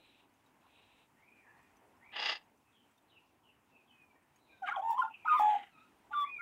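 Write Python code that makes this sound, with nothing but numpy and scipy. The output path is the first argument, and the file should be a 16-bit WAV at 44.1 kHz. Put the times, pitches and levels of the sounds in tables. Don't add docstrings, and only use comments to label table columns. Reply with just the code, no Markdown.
import sys
import numpy as np
from scipy import signal
from scipy.fft import rfft, irfft, next_fast_len
from scipy.io import wavfile
from scipy.ndimage import uniform_filter1d

SR = 44100
rng = np.random.default_rng(int(sys.argv[2]) if len(sys.argv) > 2 else 0)


def store_wav(level_fs):
    pcm = np.round(np.clip(np.atleast_2d(level_fs), -1, 1) * 32767)
    wavfile.write(sys.argv[1], SR, pcm.T.astype(np.int16))


N = 282681
T = np.arange(N) / SR
FREQS = np.arange(N // 2 + 1) * SR / N
TOP_HZ = 15700

# frequency_hz, gain_db
RAIN_SPECTRUM = [(20, -42.5), (40, -26), (60, -20.5), (96, -15), (173, -17.5), (260, -12), (537, -20.5),
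                 (945, -14.5), (1200, -22), (2120, -26), (2630, -26), (4260, -39), (8810, -39.5),
                 (15500, -48.5)]
# time_s, level_db
RAIN_SWELL = [(0, -71), (1.2, -69.5), (2.0, -68), (2.8, -73), (4.2, -71.5), (6.41, -67)]
# start_s, level_db, ring_hz
NEAR_DRIPS = [(0.4628, -70, 3820), (1.7685, -70, 6040), (2.9794, -69.5, 3630), (4.0238, -77.5, 8630),
              (4.36, -67, 6600), (5.9863, -78, 8900), (6.3689, -69, 3600)]
# start_s, length_s, level_db
FAR_SCREECHES = [(-.12, 0.39, -69.5), (0.58, 0.5, -71.5)]
# frequency_hz, gain_db
SCREECH_SPECTRUM = [(1200, -6), (2000, -5.5), (2600, 8.5), (3200, 0), (3900, 3), (4400, -16), (6000, -34),
                    (8500, -16), (12000, -39)]
# start_s, rise_s, fall_s, top_hz, level_db, roughness
ARCHED_WHISTLES = [(1.13, .22, 0.14, 2477, -65.5, 0.56), (1.98, 0.15, 0.061, 2452, -62, 0.8),
                   (5.238, 0.035, .14, 2540, -47.5, .5), (6.215, 0.09, 0.17, 2488, -44, 0)]
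# start_s, length_s, floor_hz, level_db
FALLING_CHIRPS = [(1.42, 0.112, 1630, -62), (2.719, 0.12, 2916, -66), (3.077, 0.042, 3520, -71.5),
                  (3.098, 0.13, 2586, -66.5), (3.426, 0.11, 2670, -64.5), (3.875, 0.05, 2870, -65),
                  (4.153, 0.018, 1640, -68)]
# start_s, length_s, start_hz, level_db, roughness
SINKING_CALLS = [(-.05, .18, 4120, -70, 0.39), (1.42, .29, 2620, -74, 1), (1.459, .26, 1977, -71, 1.23),
                 (2.647, 0.097, 2710, -74.5, .55), (3.708, 0.12, 2682, -64, 0.54),
                 (3.893, 0.18, 2620, -65, 0.2), (4.085, 0.053, 2422, -66.5, 0),
                 (4.356, 0.31, 4000, -75.5, 0.59), (4.463, 0.096, 2530, -68.5, 0.7),
                 (4.513, 0.076, 1610, -66, 0.24), (5.086, 0.092, 2790, -59.5, 1.1),
                 (5.179, 0.12, 2470, -61.5, 0.4)]
# harmonic_number, level_db
NASAL_PARTIALS = [(1, -65.5), (2, -68), (3, -78.5)]
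# delay_s, gain_db
REFLECTIONS = [(.0235, -13), (.037, -17.5), (.058, -13)]
# frequency_hz, gain_db
DISTORTION_SPECTRUM = [(100, -40.5), (1500, -22), (3800, -8), (4500, 1.5), (5100, -0.5), (5650, 4.5),
                       (6300, -8), (8000, -0.5), (9700, -5.5), (10400, 4), (11200, -9), (12400, -6),
                       (13300, 0), (15500, 2)]
# centre_s, level_db
DISTORTION_FLECKS = [(4.92, -64), (5.005, -69.5), (5.398, -61), (6.22, -70)]
# centre_hz, half_width_hz, gain_db
THROAT_RESONANCES = [(486, 650, -9.5), (847, 52, -1), (1220, 110, -4.5), (1720, 110, -1.5), (2015, 80, 3),
                     (2815, 190, 4.5), (3320, 80, -1), (3660, 150, -3.5), (4330, 670, -9.5), (4843, 82, 2),
                     (5210, 66, -13.5), (5080, 90, -45.5), (6594, 150, -20)]
# time_s, level_db
RASP_DRIVE = [(2.118, -61.5), (2.142, -46.5), (2.154, -46.5), (2.162, -39.5), (2.312, -33.5), (2.37, -52.5),
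              (2.381, -55)]
# harmonic_number, level_db
MEMBRANE_OVERTONES = [(2, -10.5), (3, -10), (4, -26), (5, -36.5), (6, -31), (8, -21.5), (9, -30)]
# frequency_hz, gain_db
TRACT_RESPONSE = [(1300, -2), (1480, -15.5), (1750, -20.5), (2150, -35), (2400, -20.5), (2750, -28.5),
                  (3150, -20.5), (3450, -3.5), (3750, -33.5), (4200, -37), (5500, -24.5), (6900, -24),
                  (8500, -40), (14000, -34)]
# time_s, pitch_hz, level_db
RISING_NOTE = [(4.82, 793, -44), (4.834, 900, -38.5), (4.912, 916, -27), (4.924, 870.5, -34.5),
               (4.946, 892, -33.5), (4.952, 955, -33), (4.964, 962, -43.5), (4.972, 1022, -38),
               (4.985, 1090, -28.5)]
HIGH_NOTE = [(5.255, 1296, -34.5), (5.263, 1278, -38), (5.319, 1223, -23), (5.371, 1237, -29),
             (5.381, 1156, -35.5), (5.395, 1200, -24.5)]
LOW_NOTE = [(5.396, 860, -22.5), (5.406, 841.5, -25.5), (5.482, 844.3, -27.5), (5.516, 846.4, -30.5),
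            (5.55, 808.5, -29.5), (5.592, 824.2, -44.5), (5.635, 751, -59.5)]
CLEAR_NOTE = [(6.112, 1184, -57.5), (6.152, 1179, -35.5), (6.188, 1171, -29.5), (6.23, 1148, -34),
              (6.252, 1110, -38)]
# contour, gain_db, flutter_share
HELD_NOTES = [(RISING_NOTE, 2, 0.44), (HIGH_NOTE, 2.2, .06), (LOW_NOTE, 1.93, 0.39),
              (CLEAR_NOTE, 3.64, 0.078)]
# start_s, length_s, start_hz, end_hz, level_db, flutter_share
QUICK_GLIDES = [ (4.618, 0.046, 809, 685, -35.5, .05), (4.629, 0.042, 1502, 1387, -40.5, 0.3),
                (4.664, 0.045, 1618, 1599, -38, 0.63), (4.665, 0.013, 2750, 3290, -48, .6),
                (4.672, 0.032, 1272, 1154, -35, 0.62), (4.68, 0.034, 2372, 1830, -41, 0.9),
                (4.685, .021, 794, 852, -35, 0.23), (4.707, .029, 1296, 1482, -32, .4),
                (4.726, .06, 1080, 1089, -39, 0.9), (4.762, 0.039, 873, 620, -32.5, 0.52),
                (4.779, .034, 754, 776, -33, 0), (4.934, 0.021, 880, 907, -29, 0),
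                (4.981, 0.035, 999, 1064, -22.5, 0.13), (5.014, 0.024, 1455, 1370, -28, 0.42),
                (5.024, 0.044, 881, 888, -32.5, 0.45), (5.245, 0.029, 796, 1047, -36.5, 0.59),
                (5.274, 0.03, 1483, 1347, -28.5, 0.54), (5.321, 0.057, 946, 1070, -27.5, 0.19),
                (6.105, .028, 840, 863, -44.5, 0.26), (6.13, 0.02, 1448, 1357, -33, 0.12),
                (6.383, 0.12, 1387, 1500, -35, 0.14)]
# centre_s, length_s, level_db
AIR_PUFFS = [(4.688, 0.094, -49.5), (5.335, 0.048, -51.5), (5.54, 0.39, -55.5), (6.135, .05, -59)]
# frequency_hz, gain_db
AIR_SPECTRUM = [(60, -38), (250, -18.5), (900, -11.5), (1600, -2.5), (2050, 3.5), (2450, -3), (2800, -1),
                (3150, 0.5), (3400, -12.5), (3750, -8.5), (4300, -26.5), (5900, -37), (6850, -30),
                (7700, -30.5), (15500, -47.5)]
HUSK_SPECTRUM = [(40, -29), (110, -9), (200, -17), (255, 5), (330, -2), (440, 0), (650, -21), (1200, 4),
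                 (1700, -28.5), (5000, -33), (7500, -19.5), (12000, -30.5)]


def amp(db):
    return 10 ** (np.asarray(db) / 20)


def unit(x):
    return x / np.sqrt(np.mean(x ** 2))


def curve(rows, column=1, outside=None):
    rows = np.array(rows)
    return np.interp(T, rows[:, 0], rows[:, column], outside, outside)


def gain_at(hz, spectrum):
    points = np.array(spectrum)
    return amp(np.interp(np.log(hz + 1), np.log(points[:, 0]), points[:, 1]))


def noise(gain):
    size = next_fast_len(N)
    shape = np.interp(np.arange(size // 2 + 1) * SR / size, FREQS, gain)
    return unit(irfft(rfft(rng.standard_normal(size)) * shape, size)[:N])


def walk(rate_hz, size=N):
    hold = max(int(SR / rate_hz), 1)
    held = np.repeat(rng.standard_normal(size // hold + 1), hold)
    return np.sqrt(2) * uniform_filter1d(uniform_filter1d(held, hold), hold)[:size]


def progress(length_s):
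    return np.linspace(0, 1, int(length_s * SR))


def add(track, start_s, sound):
    at = int(start_s * SR) + np.arange(len(sound))
    inside = (at >= 0) & (at < N)
    track[at[inside]] += sound[inside]


def swells(rows):
    power = np.zeros(N)
    for centre, length, db in rows:
        add(power, centre - length / 2, amp(db) ** 2 * np.hanning(int(length * SR)) ** 2)
    return np.sqrt(power)


def scatter(x, envelope):
    response = rng.standard_normal(SR) * envelope
    return signal.fftconvolve(x, response / np.sqrt(np.sum(response ** 2)))[:N]


def rain(flicker_db=1.5, hiss_db=-85):
    wash, colour = np.zeros(N), gain_at(FREQS, RAIN_SPECTRUM)
    octave = np.log2(np.maximum(FREQS, 1) / TOP_HZ)
    for k in range(10):
        band = colour * np.sqrt(np.maximum(1 - np.abs(octave + k), 0))
        depth_db = flicker_db * min(k / 3 + 0.9, 1.5)
        wash += np.linalg.norm(band) * noise(band) * amp(depth_db * walk(22))
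    far_drops = amp(hiss_db) * noise(FREQS / (FREQS + 3000))
    return unit(wash) * amp(curve(RAIN_SWELL)) + far_drops


def drips(ring_s=0.0083, patter_db=-85, count=45):
    ticks, t = np.zeros(N), np.arange(SR // 20) / SR
    patter = [(when * N / SR, patter_db + 9 * force, 1500 + 7000 * pitch)
              for when, force, pitch in rng.random((count, 3))]
    for start, db, hz in list(NEAR_DRIPS) + patter:
        tick = np.sin(2 * np.pi * hz * t) + .5 * rng.standard_normal(len(t))
        add(ticks, start, amp(db) * tick * np.exp(-t / ring_s))
    return ticks


def screeches(attack_s=0.16, release_s=0.054):
    level = np.zeros(N)
    for start, length, db in FAR_SCREECHES:
        ramps = np.minimum((T - start) / attack_s, (start + length - T) / release_s)
        level += amp(db) * np.clip(ramps, 0, 1)
    return level * amp(1.4 * walk(61.4)) * noise(gain_at(FREQS, SCREECH_SPECTRUM))


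def whistle(pitch, db, rough):
    size, rough = len(pitch), np.clip(rough, 0, 1)
    hz = pitch * (1 + .05 * rough * walk(900, size))
    swell = np.sin(np.linspace(0, np.pi, size)) * amp((1.5 + 3 * rough) * walk(110, size))
    return amp(db) * swell * np.sin(2 * np.pi * np.cumsum(hz) / SR)


def far_birds(direct_db=-3, trees_db=-3, t60_s=0.35):
    calls = np.zeros(N)
    for start, rise, fall, hz, db, rough in ARCHED_WHISTLES:
        from_top = np.concatenate([progress(rise) - 1, progress(fall)])
        add(calls, start, whistle(hz * (1 - 0.37 * from_top ** 2), db, rough))
    for start, length, hz, db in FALLING_CHIRPS:
        pitch = hz * (1 + 0.23 * np.exp(-progress(length) / .4))
        add(calls, start, whistle(pitch, db, rough=.75))
    for start, length, hz, db, rough in SINKING_CALLS:
        add(calls, start, whistle(hz * (1 - 0.079 * progress(length)), db, rough))
    nasal_hz = 1255 * (1 + 0.21 * (2 * progress(length_s=.2) - 1) ** 2)
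    for k, db in NASAL_PARTIALS:
        add(calls, start_s=5.68, sound=whistle(k * nasal_hz, db, rough=0.58))
    return amp(direct_db) * calls + amp(trees_db) * scatter(calls, amp(-60 * T[:SR] / t60_s))


def deck(bird, wet_db, scatter_db=-19, scatter_s=0.049, dull_hz=2600):
    dull = signal.sosfilt(signal.butter(1, dull_hz, fs=SR, output="sos"), bird)
    echoes = sum(amp(db) * np.interp(T - delay, T, dull, 0) for delay, db in REFLECTIONS)
    age = T[:SR] / scatter_s
    diffuse = amp(scatter_db) * scatter(bird, age * np.exp(-age ** 2))
    return bird + amp(wet_db) * (echoes + diffuse)


def microphone_sizzle(strength, sizzle_db=-46, fleck_s=0.08):
    flecks = swells([(centre, fleck_s, db) for centre, db in DISTORTION_FLECKS])
    level = (strength * amp(sizzle_db) + flecks) * amp(2.5 * walk(300))
    return level * noise(gain_at(FREQS, DISTORTION_SPECTRUM))


def rasp(level_db=-1.0, grit_db=1.0, throb_hz=30.6, throb_db=2.5, crest_s=2.1, beak_open_s=0.091):
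    throat = sum(amp(db) / (1 + ((FREQS - hz) / width) ** 2) for hz, width, db in THROAT_RESONANCES)
    passband = (1 - 1 / (1 + (FREQS / 330) ** 4)) / (1 + (FREQS / 7000) ** 12)
    delayed = sum(np.exp(-2j * np.pi * FREQS * lag_s) for lag_s in (.00605, .00807))
    throat = throat * passband * np.abs(1 + 0.073 * delayed)
    upper = 1 / (1 + np.exp((4000 - FREQS) / 300))
    throb = throb_db * np.cos(2 * np.pi * throb_hz * (T - crest_s))
    force = amp(curve(RASP_DRIVE, outside=-120) + throb + 0.88 * walk(160))
    opening = amp(np.interp(T - RASP_DRIVE[0][0], [0, beak_open_s], [-17.5, 6]))
    hiss = amp(-41) * noise(upper / (1 + (FREQS / 8500) ** 4))
    body = noise(throat * (1 - upper))
    treble = amp(-12.5) * noise(throat * upper) + hiss
    return force * (body + opening * treble) * amp(level_db + grit_db * walk(800))


def breath(strength, air_db=-34, husk_db=-36):
    air_level = (strength * amp(air_db) + swells(AIR_PUFFS)) * amp(2 * walk(150))
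    air = air_level * noise(gain_at(FREQS, AIR_SPECTRUM))
    return air + strength * amp(husk_db) * noise(gain_at(FREQS, HUSK_SPECTRUM))


def syrinx(pitch, swell, flutter, flutter_hz=86.5, jitter=0.018, edge_s=0.0027):
    size = len(pitch)
    wobble_hz = flutter_hz * (1 + 0.11 * walk(87, size))
    wobble = 2 * np.pi * (np.cumsum(wobble_hz) / SR + rng.random())
    hz = pitch * (1 + jitter * (flutter + 0.039) * walk(350, size))
    phase = 2 * np.pi * np.cumsum(hz) / SR - 0.43 * flutter * np.sin(wobble)
    tone = np.sin(phase)
    for k, db in MEMBRANE_OVERTONES:
        breakup_db = 3.03 * (flutter + 0.68) * walk(400, size)
        tone += amp(db + breakup_db) * gain_at(k * hz, TRACT_RESPONSE) * np.sin(round(k) * phase)
    edge = np.minimum(np.arange(size) / SR / edge_s, 1)
    roughness = amp(1.39 * (flutter - 0.15) * walk(760, size))
    tremolo = 1 + 0.94 * flutter * np.cos(wobble)
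    return swell * edge * edge[::-1] * roughness * tremolo * tone


def warble(peak_shift_per_octave=0.71):
    voice = np.zeros(N)
    for contour, gain_db, flutter in HELD_NOTES:
        start, end = contour[0][0], contour[-1][0]
        on = (T >= start) & (T <= end)
        swell = amp(curve(contour, column=2)[on] + gain_db)
        add(voice, start, syrinx(curve(contour)[on], swell, flutter))
    for start, length, start_hz, end_hz, db, flutter in QUICK_GLIDES:
        u = progress(length)
        peak_at = np.clip(.5 + peak_shift_per_octave * np.log2(end_hz / start_hz), .2, .8)
        swell = np.sin(np.interp(u, [0, peak_at, 1], [0, np.pi / 2, np.pi]))
        add(voice, start, syrinx(start_hz + (end_hz - start_hz) * u, amp(db) * swell, flutter))
    return voice


def scene():
    voice = warble()
    strength = np.sqrt(np.abs(uniform_filter1d(voice ** 2, size=400)))
    near = deck(voice + breath(strength) + microphone_sizzle(strength), wet_db=-1.0)
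    near += deck(rasp(), wet_db=-9.5)
    return (near + far_birds() + screeches() + rain() + drips())[None]


def record(dry):
    return signal.sosfilt(signal.ellip(10, .1, 70, TOP_HZ, fs=SR, output="sos"), dry)


dry = scene()
out = record(dry)
store_wav(out)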